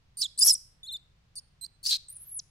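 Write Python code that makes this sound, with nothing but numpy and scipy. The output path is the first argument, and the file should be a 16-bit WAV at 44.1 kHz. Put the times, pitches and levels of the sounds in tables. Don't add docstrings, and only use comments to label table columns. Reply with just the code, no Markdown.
import sys
import numpy as np
from scipy import signal
from scipy.fft import rfft, irfft
from scipy.io import wavfile
from scipy.ndimage import uniform_filter1d

SR = 44100
rng = np.random.default_rng(int(sys.argv[2]) if len(sys.argv) > 2 else 0)


def materialize(psi):
    bounded = np.clip(np.atleast_2d(psi).T, -1, 1)
    quanta = np.round(bounded * 32767).astype(np.int16)
    wavfile.write(sys.argv[1], SR, quanta)


N = 110250

JITTER_HZ, JITTER = 350, 0.026
BREAK = 0.03
RASP_HZ = 420
SHIMMER = 0.13
SWAY_HZ, SWAY_RAD = 24.89, 0.82
THROB_HZ, THROB = 294, 0.3
RELEASE_S = 0.0054
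CRACK_ROUGH, CRACK_S = 0.42, 0.01
SETTLE_S = 0.011
GLIDE_S = 0.0061
SPLIT_DB = -7.5
STRAND_WIDTH_HZ = 280
UNDER_DB = -47
LOW_CUT = 0.87
TOP_HZ = 13700


def amp(db):
    return 10 ** (np.asarray(db) / 20)


def unit_power(x):
    return x / np.sqrt(np.mean(abs(x) ** 2) + 1e-20)


def add(mix, start_s, sound):
    part = mix[:, round(start_s * SR):][:, :sound.shape[1]]
    part += sound[:, :part.shape[1]]


def flutter(n, hz):
    z = rng.standard_normal(SR) + 1j * rng.standard_normal(SR)
    lowpass = 1 / (1 + (np.fft.fftfreq(SR, 1 / SR) / hz) ** 2 / 2) ** 2
    return unit_power(np.fft.ifft(np.fft.fft(z) * lowpass))[:n]


def ears(n, hz):
    shared = flutter(n, hz)
    return unit_power(shared + np.array([flutter(n, hz), flutter(n, hz)]))


def controls(rows, size=130):
    s, *columns = np.transpose(rows)
    t = np.arange(s[0], s[-1], 1 / SR)
    curves = [np.interp(t, s, column) for column in columns]
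    return t, *[uniform_filter1d(curve, size=size, mode="nearest") for curve in curves]


def gate(t, start, end):
    attack = np.clip((t - start) / 0.001507, 0, 1)
    release = np.clip((end - t) / RELEASE_S, 0, 1)
    return attack * release


def crack(t):
    return CRACK_ROUGH * np.exp((t - t[-1]) / CRACK_S)


def folds(hz, rough):
    jitter = JITTER * flutter(len(hz), JITTER_HZ).real
    jumps = BREAK * np.sign(flutter(len(hz), JITTER_HZ / 2).real)
    return 2 * np.pi * np.cumsum(hz * (1 + rough * (jitter + jumps))) / SR


def partial(phase, rough, pan_db=0, order=1):
    n, rough = len(phase), np.clip(rough, 0, 1)
    rasp = ears(n, RASP_HZ * np.sqrt(order))
    sway = SWAY_RAD * flutter(n, SWAY_HZ).real
    carrier = np.exp(1j * (phase + np.array([sway, -sway])))
    line = carrier * (np.sqrt(1 - rough ** 2) + rough * rasp)
    sides = unit_power(amp([[pan_db / 2], [-pan_db / 2]]))
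    shimmer = np.exp(SHIMMER * np.tanh(flutter(n, 2 * SWAY_HZ).real))
    return np.sqrt(2) * sides * line.real * shimmer


# start_s [s], end_s [s]
SPLIT_SPANS = [(.421, .444), (.501, .516), (2.097, 2.137)]


def split(t):
    return sum(gate(t, *span) for span in SPLIT_SPANS)


def strands(phase, low_db, octave_db, overtone_db, count):
    out = 0
    for step in np.arange(1, 4 * count) / count:
        if step % 1:
            db = low_db + (octave_db - low_db) * np.clip(step - 1, 0, 1)
            db += UNDER_DB * max(1 - step, 0) + overtone_db * max(step - 2, 0)
            flicker = ears(len(phase), STRAND_WIDTH_HZ)
            out += amp(db) * (flicker * np.exp(1j * step * phase)).real
    return out


def sputter(rough):
    depth = THROB * rough
    return np.exp(depth * np.tanh(2 * flutter(len(rough), THROB_HZ).real) - depth ** 2 / 2)


def squeal(t, hz, low_db, octave_db, rough, pan_db, octave_pan_db, overtone_db, count,
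           strand_db=-3.0, low_hz=None):
    phase, low, octave = folds(hz, rough), amp(low_db), amp(octave_db)
    effort = np.hypot(low, octave)
    voice = low * partial(phase, rough * np.sqrt(effort / low), pan_db)
    voice += octave * partial(2 * phase, rough * np.sqrt(effort / octave), octave_pan_db, order=2)
    for k in (3, 4):
        level = octave * amp(overtone_db * (k - 2)) / (1 + (k * hz / TOP_HZ) ** 10)
        voice += level * partial(k * phase, 2 * rough, order=k)
    for k in (1, 2):
        level = split(t) * low * amp(SPLIT_DB) / k ** 2
        voice += level * partial((k + 0.5) * phase, rough, pan_db)
    voice += amp(strand_db) * rough * strands(phase, low_db, octave_db, overtone_db, count)
    corner_hz = low_hz or LOW_CUT * hz.min()
    highpass = signal.butter(N=10, Wn=corner_hz, btype="high", fs=SR, output="sos")
    voice = signal.sosfilt(highpass, voice)
    return t[0], voice * sputter(rough) * gate(t, t[0], t[-1])


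def steady_squeal(rows, onset_rough=0.13, body_rough=0.035, **colour):
    t, hz, *levels = controls(rows, size=240)
    rough = body_rough + (onset_rough - body_rough) / (1 + ((t - t[0]) / SETTLE_S) ** 10)
    rough = rough + GLIDE_S * abs(np.gradient(np.log(hz), t))
    return squeal(t, hz, *levels, np.clip(rough, crack(t), 1), count=5, **colour)


# [dB, relative]
AIR_SPECTRUM = [(40, -2.5), (145, -4.5), (260, -22.5), (4500, -29), (15000, -52)]
AIR_DB = -64.5
AIR_SAME_HZ = 242.2


def air():
    hz = np.fft.rfftfreq(N, 1 / SR)
    point_hz, point_db = np.transpose(AIR_SPECTRUM)
    colour = amp(np.interp(np.log(hz + 1), np.log(point_hz + 1), point_db))
    hiss = rng.standard_normal((2, N))
    a, b = rfft(unit_power(irfft(rfft(hiss) * colour, N)))
    same = np.exp(-(hz / AIR_SAME_HZ) ** 2 / 2)
    return amp(AIR_DB) * irfft(np.array([a, same * a + np.sqrt(1 - same ** 2) * b]), N)


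# start_s [s], pitch_hz [Hz], fundamental_db [dB], octave_db [dB], roughness [0-1]
YELP_CURVE = [(0.17, 4520, -52, -39, 0.4), (0.211, 4650, -39, -34.5, 0.4), (0.218, 5480, -22, -36.5, 0.7),
              (0.228, 4315, -25, -42, 0.8), (0.244, 3900, -35, -36.5, 0.4), (0.259, 3320, -30.5, -46.5, 0),
              (0.271, 3780, -43.5, -53, 0.7)]


def yelp():
    return squeal(*controls(YELP_CURVE), pan_db=-4, octave_pan_db=-2.5, overtone_db=-12.5, count=3)


WOOD_DB, WOOD_T60_S, WOOD_TOP_HZ = -22, 0.4, 6865


def wood(x):
    t = np.arange(SR) / SR
    taps = rng.standard_normal((2, SR)) * (rng.random((2, SR)) < 0.1)
    tail = taps * amp(-60 * t / WOOD_T60_S) * (1 - np.exp(-t / (WOOD_T60_S / 20)))
    tail = tail / np.linalg.norm(tail[0])
    dull = signal.sosfilt(signal.butter(1, WOOD_TOP_HZ, fs=SR, output="sos"), x)
    return amp(WOOD_DB) * signal.fftconvolve(dull, tail, axes=1)[:, :N]


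# start_s [s], pitch_hz [Hz], fundamental_db [dB], octave_db [dB], roughness [0-1]
SHRIEK_CURVE = [(0.376, 3750, -53.5, -37.5, 0.1), (0.387, 4965, -36, -34.5, 0.15),
                (0.391, 4300, -36, -25.5, .8), (0.401, 4925, -49, -22.5, 0.15),
                (0.412, 5110, -24, -28, 0.5), (0.425, 4823, -17.5, -25.5, 0.2),
                (0.434, 5110, -14.5, -32, 0.12), (0.447, 5795, -28, -24.5, 0.4),
                (0.471, 5170, -27.5, -15.5, 0.8), (0.479, 5718, -17.5, -25.5, 0.8),
                (0.498, 5393, -18, -31, 0.7), (0.504, 5380, -15.5, -31, 0.2), (0.515, 5075, -18, -37, 0.25),
                (0.528, 4850, -40.5, -21.5, 0.35), (0.541, 3970, -59.5, -27.5, 0.9),
                (0.553, 5650, -30, -60, 0.35), (0.564, 5740, -33.5, -71, 0.2)]


def shriek():
    return squeal(*controls(SHRIEK_CURVE), pan_db=-2.5, octave_pan_db=3.0, overtone_db=-19,
                  count=5, low_hz=2460)


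BURST_AT_S, BURST_S, BURST_DB = 0.467, 0.011, -43


def low_burst():
    swell = np.exp(-0.5 * ((np.arange(N) / SR - BURST_AT_S) / BURST_S) ** 2)
    lowpass = signal.butter(1, 2000, fs=SR, output="sos")
    dull_noise = signal.sosfilt(lowpass, rng.standard_normal((2, N)))
    return amp(BURST_DB) * swell * unit_power(dull_noise) * [[1], [0.5]]


# start_s [s], pitch_hz [Hz], fundamental_db [dB], octave_db [dB]
WHIMPER_CURVE = [(0.831, 3620, -43.5, -59.5), (0.858, 3390, -50.5, -56), (0.881, 4397, -43, -65),
                 (0.889, 3730, -38.5, -72), (0.908, 3484, -40.5, -69), (0.929, 4300, -40.5, -43.5),
                 (0.941, 3696, -35, -49.5), (0.965, 3483, -38.5, -59), (0.975, 5360, -51.5, -47)]


def whimper():
    return steady_squeal(WHIMPER_CURVE, pan_db=0.5, octave_pan_db=-6, overtone_db=-4.5, strand_db=-21)


# start_s [s], pitch_hz [Hz], fundamental_db [dB], octave_db [dB]
SQUEAK_CURVE = [(1.354, 4960, -57, -49), (1.366, 4663, -46, -42), (1.387, 4320, -42, -39.5),
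                (1.394, 5370, -44, -60), (1.402, 4470, -49, -52)]


def squeak():
    return steady_squeal(SQUEAK_CURVE, pan_db=-7, octave_pan_db=3, overtone_db=-20,
                         onset_rough=0.68, body_rough=0.15)


# start_s [s], pitch_hz [Hz], fundamental_db [dB], octave_db [dB]
PEEP_CURVE = [(1.611, 4100, -53, -45.5), (1.649, 4099, -35.5, -40), (1.658, 5090, -58, -71.5),
              (1.667, 4070, -27.5, -36)]


def peep():
    return steady_squeal(PEEP_CURVE, pan_db=-7.5, octave_pan_db=-11.5, overtone_db=-12)


# start_s [s], pitch_hz [Hz], fundamental_db [dB], octave_db [dB]
SCREECH_CURVE = [(1.829, 4320, -56.5, -51.5), (1.868, 4756, -24, -40.5), (1.885, 5094, -32, -46),
                 (1.91, 4196, -23.5, -34.5), (1.928, 4122, -22.5, -43), (1.974, 4285, -34, -51.5)]


def screech():
    return steady_squeal(SCREECH_CURVE, pan_db=1, octave_pan_db=4.5, overtone_db=-6,
                         onset_rough=0.21, body_rough=0.767, low_hz=919)


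# start_s [s], pitch_hz [Hz], level_db [dB]
WHISTLE_CURVE = [(2.084, 8200, -46.5), (2.137, 10000, -48.5), (2.175, 9400, -52.5), (2.228, 11200, -50.5),
                 (2.236, 10400, -47.5), (2.25, 10900, -63), (2.278, 12600, -43), (2.294, 10650, -50),
                 (2.342, 11350, -41.5), (2.37, 9600, -44), (2.383, 10300, -35.5), (2.396, 5600, -35.5),
                 (2.405, 4200, -43.5)]
WHISTLE_BREAK_DB = -57.5
HAZE_DB = -64.5
STRAND_HZ = 1000


def whistle():
    t, hz, db = controls(WHISTLE_CURVE)
    rough = np.clip(amp(WHISTLE_BREAK_DB - db) + 2 * crack(t), 0, 1)
    phase = folds(hz, rough / 2)
    beat = folds(np.full(len(t), STRAND_HZ), rough)
    sides = partial(phase - beat, rough) + partial(phase + beat, rough)
    line = partial(phase, rough) + rough * sides / 2
    line += split(t) * amp(SPLIT_DB) * partial(phase + phase / 2, 2 * rough)
    waver = np.exp(flutter(len(t), 2 * SWAY_HZ).real / 2)
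    haze = amp(HAZE_DB) * np.sqrt(rough) * rng.standard_normal((2, len(t)))
    return t[0], (amp(db) * line * waver + haze) * gate(t, t[0], t[-1])


def scene():
    baby = np.zeros((2, N))
    for call in (yelp, shriek, whimper, squeak, peep, screech, whistle):
        add(baby, *call())
    return baby + wood(baby) + low_burst() + air()


EDGE_HZ = 15950


def record(dry):
    lowpass = signal.firwin(511, EDGE_HZ, window=("kaiser", 9), fs=SR)
    return signal.oaconvolve(dry, lowpass[None], "same")


dry = scene()
out = record(dry)
materialize(out)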